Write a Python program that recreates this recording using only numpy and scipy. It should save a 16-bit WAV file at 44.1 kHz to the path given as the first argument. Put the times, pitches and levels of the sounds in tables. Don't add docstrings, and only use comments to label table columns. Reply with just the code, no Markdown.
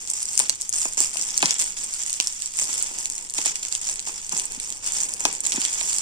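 import sys
import numpy as np
from scipy import signal
from scipy.fft import rfft, irfft
from scipy.io import wavfile

SR = 44100
rng = np.random.default_rng(int(sys.argv[2]) if len(sys.argv) > 2 else 0)


def master(y):
    cut = np.clip(np.atleast_2d(y).T, -1, 1)
    pcm = np.round(cut * 32767)
    wavfile.write(sys.argv[1], SR, pcm.astype(np.int16))


N = 265305

# (time [s], level [dB], deep-mode boost [dB], pitch of the struck side [Hz])
KNOCKS = [(0.398, -22.5, -7, 493), (0.493, -37.5, 5, 590), (0.851, -27.5, 4.5, 302), (0.973, -34, 4, 396),
          (1.003, -31.5, 6, 340), (1.153, -34, 1, 384), (1.426, -14.5, 1, 292), (1.436, -25, 9, 155),
          (1.61, -35, -13, 182), (2.197, -35, 1, 297), (2.616, -35, -1, 194), (2.687, -37.5, 3, 297),
          (2.908, -41.5, 4, 334), (3.382, -28, 3, 358), (3.457, -26.5, 1, 435), (3.889, -36, -20, 186),
          (4.069, -34.5, -6, 275), (4.089, -34.5, 0, 347), (4.319, -36.5, -5, 450), (4.328, -32, 11.5, 185),
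          (4.385, -43, -3, 180), (4.57, -47.5, 19, 233), (5.204, -35.5, -7, 331), (5.25, -14.5, -13, 345),
          (5.538, -42, 19, 282), (5.553, -38, 6, 225), (5.574, -31.5, 17.5, 265), (5.81, -34, -10, 380)]
LEFT_LAG_MS = 0.2256


def from_db(db):
    return 10 ** (np.asarray(db) / 20)


def rms_one(x):
    return x / np.sqrt(np.mean(x ** 2) + 1e-20)


def energy_one(x):
    return x / np.sqrt(np.sum(x ** 2, axis=-1, keepdims=True))


def pan(left_over_right_db):
    return from_db(left_over_right_db / 2 * np.array([[1], [-1]]))


def automation(rows):
    times, *columns = np.transpose(rows)
    return [np.interp(np.arange(N) / SR, times, column) for column in columns]


def drift(rate_hz):
    pole = np.exp(-2 * np.pi * rate_hz / SR)
    return rms_one(signal.lfilter([1], [1, -2 * pole, pole * pole], rng.standard_normal(N + SR))[SR:])


def band(x, low_hz, high_hz):
    return signal.sosfilt(signal.butter(2, [low_hz, high_hz], "band", fs=SR, output="sos"), x)


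def colour(x, hz, db, size=4096):
    log_hz = np.log(np.maximum(np.fft.rfftfreq(size, 1 / SR), 1))
    cepstrum = irfft(np.log(from_db(np.interp(log_hz, np.log(hz), db))))
    cepstrum[1:size // 2] *= 2
    cepstrum[size // 2 + 1:] = 0
    return signal.fftconvolve(x, irfft(np.exp(rfft(cepstrum))))[:N]


def ring(force, hz, t60):
    pole, step = from_db(-60 / (t60 * SR)), 2 * np.pi * hz / SR
    return signal.lfilter([0, np.sin(step)], [1, -2 * pole * np.cos(step), pole * pole], force + 1e-18)


def late_left(x, ms):
    samples = np.arange(x.shape[1])
    return np.array([np.interp(samples - ms * SR / 1000, samples, x[0], left=0), x[1]])


def room_tone(level_db=-51.5):
    # (frequency [Hz], relative level [dB])
    spectrum = [(20, 25), (40, 8), (110, -18), (200, 8), (500, -2), (1500, -16), (4000, -40), (9000, -30),
                (12000, -47)]
    sides = [rms_one(colour(rng.standard_normal(N), *np.transpose(spectrum))) for _ in range(2)]
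    return from_db(level_db) * pan(5) * np.array(sides)


def handling_bass(level_db, swing_db=0.5):
    bass = rms_one(band(rng.standard_normal((2, N)), 49, 100))
    return from_db(level_db - swing_db * drift(5.1)) * bass


def room(x, echo_db, echo_ms=7.4, tail_db=-16, t60=0.2):
    t = np.arange(SR // 2) / SR
    tail = rng.standard_normal((2, len(t))) * from_db(-60 * t / t60) * (t > 0.0015)
    response = from_db(tail_db) * energy_one(tail)
    response[:, round(echo_ms * SR / 1000)] += from_db(echo_db)
    return x + signal.fftconvolve(x, response, axes=1)[:, :N]


def ports(x):
    # (frequency [Hz], left gain [dB], right gain [dB])
    port_eq = [(99, -22.5, -40), (323, -35, -34.5), (1040, -18.5, -20), (1400, -22.5, -23.5),
               (2790, -14.5, -16), (4200, -20.5, -16), (5070, -13.5, -16.5), (5710, -7.5, -11.5),
               (7730, -6, 0.5), (7690, -11, 0), (8810, -1, -17), (9686, -6.5, -17.5), (9740, -74, -14.5),
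               (11070, -18, -23.5), (12900, -25.5, -30), (17300, -25, -22)]
    hz, left_db, right_db = np.transpose(port_eq)
    return np.array([colour(x[0], hz, left_db), colour(x[1], hz, right_db)])


def scuff(share_db=-15, fall_db_per_s=270):
    t = np.arange(0, N, 16) / SR
    gain = sum((t > start) * from_db(db + share_db - fall_db_per_s * np.maximum(t - start, 0))
               for start, db, *_ in KNOCKS)
    return np.interp(np.arange(N) / SR, t, gain)


def knock_force(hz, is_deep, drive_db, size=1300):
    t = np.arange(size) / SR
    force = np.zeros(N)
    for (start, db, deep_db, side_hz), mode_db in zip(KNOCKS, drive_db):
        contact_ms = 0.81 + 0.1 * max(deep_db, 0) * is_deep
        age = t * 1000 / contact_ms
        swell = age * np.exp(-age) * np.sin(2 * np.pi * hz * t)
        boost_db = deep_db - 17.5 * abs(np.log2(hz / side_hz))
        at = round((start + 0.002136) * SR)
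        force[at:at + size] += from_db(db + mode_db + boost_db * is_deep) * swell / np.sum(np.abs(swell))
    return force


def parcel(patter_db, deep_below_hz=620):
    # (frequency [Hz], relative level [dB], time to fall 60 dB [s])
    modes = [(154.4, -7.5, 0.052), (194.4, -5.5, 0.038), (260.3, -4.5, 0.036), (343, -0.5, 0.02),
             (480.5, -4.5, 0.032), (590, -4, 0.029), (690, 4, 0.0096), (874, -1, 0.037), (996.6, -5, 0.045),
             (1218, 4, 0.0081), (1667, 8, 0.0063), (2506, 10.5, 0.0079)]
    contacts = rng.standard_normal(N) * from_db(drift(6.3))
    scatter_db = rng.normal(0, 1.6, (len(KNOCKS), len(modes)))
    knocks, patter = 0, 0
    for k, (hz, mode_db, t60) in enumerate(modes):
        is_deep = hz < deep_below_hz
        force = knock_force(hz, is_deep, mode_db + scatter_db[:, k])
        pickup = pan(5 if is_deep else 0.8) * (-1) ** k
        knocks += pickup * ring(force, hz, t60)
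        patter += pickup * ring(contacts * from_db(mode_db), hz, t60)
    body = knocks + (from_db(patter_db) + scuff()) * rms_one(patter)
    low_cut = signal.butter(4, 120, "highpass", fs=SR, output="sos")
    return late_left(signal.sosfilt(low_cut, body), LEFT_LAG_MS)


def grip(attack_s=0.0061, release_db_per_s=141, resting_db=-34.5):
    # (start [s], hold [s], fine crackle level [dB], dull creases over fine ones [dB])
    squeezes = [(0, .035, -23.5, -22), (0.075, 0.28, -21, -23), (0.387, 0.033, -17.5, 4),
                (0.493, 0.025, -24.5, 8), (0.598, 0.043, -23.5, -25), (0.725, 0.12, -14, -18),
                (0.902, .045, -26, -8), (0.969, .07, -13, -6), (1.128, .25, -19, -1), (1.4, 0.12, -21, 12),
                (1.588, 0.031, -12, -1.5), (1.761, .04, -22, 4), (1.811, .03, -19, -20),
                (1.883, 0.079, -22.5, -2), (1.981, .2, -20, -0.5), (2.198, .03, -15, -1.5),
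                (2.27, .19, -23.5, 1), (2.53, 0.044, -23, -12), (2.58, 0.041, -13.5, -10),
                (2.68, 0.18, -18.5, 1), (2.932, 0.034, -22, 1), (2.974, 0.038, -19, -17),
                (3.059, 0.13, -25, -11), (3.199, 0.045, -28.5, 0), (3.341, 0.047, -19, -7),
                (3.373, 0.034, -20, 7.5), (3.445, .03, -15.5, 7), (3.547, 0.033, -27, 6),
                (3.623, .06, -22, -4), (3.716, 0.029, -18, 0), (3.809, .11, -20.5, 2.5),
                (3.96, 0.12, -29, 1), (4.059, 0.047, -20.5, 0), (4.151, .1, -25, 1),
                (4.311, .09, -16, -2.5), (4.5, .05, -26, 1), (4.597, 0.11, -24, 1.5),
                (4.75, 0.05, -29.5, -9), (4.823, 0.029, -21, 1.5), (4.859, 0.12, -19.5, 4),
                (4.96, 0.063, -16.5, -22), (5.078, .08, -24, -19), (5.19, 0.044, -19.5, -5),
                (5.25, 0.027, -22.5, 11), (5.325, 0.031, -25.5, -13), (5.433, .045, -14.5, -5),
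                (5.521, .14, -17, 6.5), (5.69, 0.16, -18.5, 0.5), (5.841, .2, -16.5, -2)]
    t = np.arange(0, N, 16) / SR
    fine, dull = from_db(2 * resting_db), from_db(2 * (resting_db + 7))
    for start, hold, db, dull_db in squeezes:
        attack = np.clip((t - start) / attack_s, 0, 1)
        release_db = release_db_per_s * np.maximum(t - start - hold, 0)
        power = (attack * from_db(db - release_db)) ** 2
        fine += power
        dull += power * from_db(2 * dull_db)
    return automation(np.transpose([t, 10 * np.log10(fine), 10 * np.log10(dull / fine)]))


def buckle(length_ms, click_db, likeness=0.62, lag_spread_ms=0.085, size=512):
    noise = rng.standard_normal((3, size))
    flutter = np.sqrt(likeness) * noise[0] + np.sqrt(1 - likeness) * noise[1:]
    age = np.arange(size) / SR * 4000 / length_ms
    burst = energy_one(flutter * np.sqrt(age) * np.exp(-age))
    burst[:, 2] += from_db(click_db)
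    return late_left(burst, LEFT_LAG_MS + lag_spread_ms * noise[0, -1])


def creases(base_per_s, length_ms, spots=12, size_spread_db=4, clump_db=2.5):
    sizes = from_db(size_spread_db * np.minimum(rng.exponential(1, N), 4)) * rng.choice([-1, 1], N)
    buckles = rng.random(N) < base_per_s * from_db(clump_db * drift(30)) / SR
    spot = rng.integers(0, spots, N)
    out = 0
    for k, hz in enumerate(np.geomspace(4800, 9200, spots)):
        burst = buckle(length_ms, click_db=-7)
        grain = energy_one(burst + from_db(7) * band(burst, hz / 1.145, hz * 1.04))
        triggers = sizes * buckles * (spot == k)
        out += signal.oaconvolve(triggers[None], grain)[:, :N]
    return rms_one(out)


def crackle(level_db, dull_db, pan_db):
    fine = creases(1500, length_ms=1.85)
    wide = band(creases(900, length_ms=8.1), 1000, 4930)
    return from_db(level_db) * pan(pan_db) * (fine + from_db(dull_db) * wide)


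def snaps(typical_ms=1.4, top_db=-4.5):
    # (time [s], treble level [dB], 4-6 kHz share [dB], 2-4 kHz share [dB], left over right [dB])
    cues = [(0.0744, -1, 5, -8, 0.0), (0.0983, -2, 6, -16, 6), (0.1011, 10.5, -10, -26, -2),
            (0.1138, 5, -9.0, -13, -5.0), (0.1356, 5, -11.0, -9, -7), (0.223, 3.5, -10, -15, -2),
            (0.229, 9, -5, -24, -2), (0.255, 4, 1.0, -22, 1.0), (0.2876, -1.0, 7, -21.0, -1.0),
            (0.3317, 2, -12, -25, -7), (0.3529, 4, -1, -12, -1.0), (0.3642, -3, 0, -18.0, -9.0),
            (0.3764, 14.5, 1, -6.5, 7), (0.392, 18.5, -2, -6.5, 8), (0.4001, 14, -4, -2, -2),
            (0.4041, 0, -3.0, 0, 5.0), (0.4953, 13.5, 6.5, 1, -6.5), (0.5559, -3, -7.0, -11, -9),
            (0.6125, 6.5, -9, -15, -1.0), (0.6183, 6.5, 0.0, -15, -1.0), (0.6925, 11.5, -9, -19, 3),
            (0.727, 3, 6, -10, -1), (0.7973, 4, -12.0, -12, 1), (0.808, 4, -14.0, -15.0, -9),
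            (0.841, 1, -9.0, -12, 2.0), (0.9346, 3, -9.0, -19, -12), (0.9726, 4, -8, -7, 1),
            (0.98, 0, 3, 2.0, 3), (1.0039, 16, -1.0, -12, -3), (1.034, 6, -6.0, -20, -1),
            (1.1396, 1.0, -13, -5.0, 0), (1.1702, 4.5, 4, 3, 4.0), (1.2126, 4, 6, -16, 4),
            (1.224, 4, -5.0, -16, -9.0), (1.231, -2, 4, -6, -3.0), (1.3053, -2, 8, -16, -2),
            (1.377, 17, 0.5, -10, -5), (1.392, 3, -8.0, -14, -2.0), (1.42, 7, -2.0, -16, -8),
            (1.4263, 10, 6, 13, 1.5), (1.4572, 11.0, 10, 5.5, 3), (1.5077, 12.5, 5.5, 2.5, 0),
            (1.542, 4, -12, -8, -9), (1.5846, 4, -13.0, -10.0, -3), (1.5985, 7, -2, -9, -8),
            (1.604, 1.5, -11.0, -1, -10), (1.611, 7, -13.0, -4.0, -1.0), (1.6155, 1, 1, 3.5, 15),
            (1.6221, 4, -4.0, -14.0, -13), (1.7874, -1, -3.0, -16, -8.0), (1.8197, -4, -9.0, -14, -5.0),
            (1.938, 7.0, -3, -20, 2.0), (2.0346, 2.5, 0, -4.0, -3), (2.0752, 1.5, -12, -3.5, -2),
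            (2.097, -2, 7, -1, -4), (2.1292, 8, -2, -4, 1.0), (2.1404, 1, 5, -6, -5),
            (2.2009, 11, 10, 12, -5.5), (2.2439, -3, -5, -1, 5.0), (2.2717, 8.5, 7, -8, 0),
            (2.2756, -10, -5, -3, 0), (2.4213, 3.5, -1, -3, -12), (2.4592, 4, 0, -17, -4),
            (2.521, -5, -4.0, -7, -4.0), (2.571, 5, -7.0, -13, 4.0), (2.5893, 8, -5.0, 2, -1),
            (2.5978, 7, -7, 0, 2), (2.6146, -6, -16.0, -9, -6), (2.6224, -3, -10, -2, -4),
            (2.6352, 7.0, -2, -14.0, -1), (2.6542, 3, 3, -15.0, -3), (2.73, 5, -6.0, -19.0, -8),
            (2.741, 5, -9, -7, 0), (2.756, -1, -4.0, -4, -5), (2.806, -5, 1, -6.0, -6),
            (2.8253, 12, -17, -28, -6), (2.9864, 3.5, 1, -8, -4), (3.0144, -7.5, -9, 3, -4),
            (3.0568, 8, -3, 1.5, -5), (3.0998, 7, -5, -9, -2), (3.1219, -3.5, 6.5, -19.0, -2),
            (3.162, -4.5, -9, -8, 0.0), (3.18, 1.0, -2, -6, -3), (3.29, -9, -4.0, -6.0, -1.0),
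            (3.2985, 0.5, 0.5, -11, -3.0), (3.3057, 1, -12, -16, 4), (3.3383, 4, -3, -8, 0.0),
            (3.3821, 6.5, 1.0, 3.5, -4), (3.3873, 2, 0, 3.0, -2.0), (3.4164, 0, 0, 3, -2.0),
            (3.4289, -1, -5.0, -15.0, 4.0), (3.4586, 12.5, -4, -6, -10), (3.4664, -0.5, -4, 12.5, -3.0),
            (3.5566, 5.5, 2.0, -3, -5), (3.6303, -1.5, 4.0, 5.0, 2), (3.651, 1, 3, 1.5, -4),
            (3.6838, 0, -5.0, -6, -2.0), (3.725, 2, 6, -0.5, -11), (3.7511, 6, 5, 3.0, -3),
            (3.8721, -4.0, 2, -10, -13), (3.889, -1, 5, 5, -6), (3.897, 4, 3, -3, 4.0),
            (3.9578, 0, -3.0, 0, 4), (3.9939, -0.5, 6, 4.0, -4.0), (4.0014, 0.5, -5, -2, -7),
            (4.0866, -3, -5, -3, -7), (4.2934, 4.5, -3.0, -4.0, -1), (4.3768, 7.5, -10, -16, -8),
            (4.3839, 5, -7, -16, -1), (4.3974, 9.5, -1.0, -2, 0), (4.4548, 6, -13, -17, -6),
            (4.5207, 1.5, -9.0, -10, -9.0), (4.5486, -1.0, -8, -5, -6.0), (4.5996, 5, -7, 0, -2),
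            (4.703, 2.5, -9, -6, -10), (4.7243, 0, 0, -2.0, -10), (4.8626, 5, -10.0, -12, 6),
            (4.876, 4, -4.0, -3, 2), (4.921, 4.0, -10.0, -15.0, -9), (4.9597, -2, -5, -14, -3.0),
            (4.986, 2, -3.0, -2.0, -3.0), (5.0045, 3, 3, -11, -7.0), (5.009, -9, -8, -12, 1),
            (5.0157, 1, -9.0, -15.0, 5), (5.088, 0.5, -16, -6, -3), (5.0925, 3, -11.0, -6, -3.0),
            (5.1375, 5.5, 0, -12, 3), (5.2055, 7, -5, -7, 2), (5.2521, 13.5, 9.5, 6, 2),
            (5.3274, 0.0, -10, -10.0, 13), (5.3512, -0.5, -3, -1, -7.0), (5.4046, 7.5, -8.0, -12, -2),
            (5.4074, 2, -10.0, -12.0, -1), (5.4514, 4, -4, 4.5, -5), (5.4642, 11, -5.0, -10.0, -2.0),
            (5.4689, 3, -8, -3, -1), (5.4975, -1, -5.0, -6, 0.0), (5.5044, -6, -6.0, -8, 0),
            (5.5208, 8, 4, 4.5, -4), (5.5251, 0, 1, 5, -5), (5.568, -2.5, -10, 9, 3),
            (5.611, 2, -11.0, -6.0, -1.0), (5.6165, 6, -4.0, 2, -9), (5.6513, 11.5, -3.5, 4.5, -5),
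            (5.811, 1, 3, 12, -9), (5.887, 2, -3, -2, 5), (5.8958, 6, -5, -2, -3),
            (5.9147, -1, -16.0, -12.0, 1.0), (5.9311, 6, -2, -1, -4), (5.9638, 6, -9, -12.0, -5.0),
            (5.9841, 11, 1.5, -8.0, -1)]
    times, db, mid_db, dull_db, pan_db = np.transpose(cues)[..., None, None]
    bursts = np.array([buckle(typical_ms * rng.lognormal(0, 0.3), click_db=2.5) for _ in cues])
    treble = energy_one(band(bursts, 7150, 9860))
    top = from_db(top_db) * energy_one(band(bursts, 11300, 13400))
    mid = from_db(mid_db) * energy_one(band(band(bursts, 4110, 6400), 4110, 6400))
    dull = from_db(dull_db) * energy_one(band(band(bursts, 1700, 4300), 1700, 4300))
    cracks = from_db(db) * pan(pan_db) * (treble + top + mid + dull)
    size = cracks.shape[-1]
    out = np.zeros((2, N + size))
    for start, crack in zip(times.ravel(), cracks):
        at = round(start * SR)
        out[:, at:at + size] += crack
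    return out[:, :N]


def scene():
    # (time [s], patter at mean grip [dB], handling bass [dB], crackle left over right [dB])
    turning = [(0, -52.5, -63, -1.5), (0.7, -54.5, -59, -2), (1.4, -50, -66.5, -1.5),
               (1.8, -50.5, -62.5, -2.5), (2.4, -63, -63, -2), (2.8, -47, -63, -2), (3.4, -50, -60, -1.5),
               (4, -51, -59, -2.5), (4.6, -49, -57, -2.5), (5.1, -46.5, -60, -2.5), (5.6, -47, -60, -2),
               (6.02, -49.5, -62, -4)]
    patter_db, bass_db, pan_db = automation(turning)
    crackle_db, dull_db = grip()
    patter_db += 0.53 * (crackle_db - crackle_db.mean())
    film = ports(room(crackle(crackle_db, dull_db, pan_db) + snaps(), echo_db=-12.5))
    background = room_tone() + handling_bass(bass_db)
    return film + room(parcel(patter_db), echo_db=-28) + background


def record(dry, cutoff_hz=16500):
    rounded = 1.2 * np.tanh(dry / 1.2)
    high_cut = signal.cheby2(12, 70, cutoff_hz, fs=SR, output="sos")
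    return np.clip(signal.sosfilt(high_cut, rounded), -1, 1)


dry = scene()
out = record(dry)
master(out)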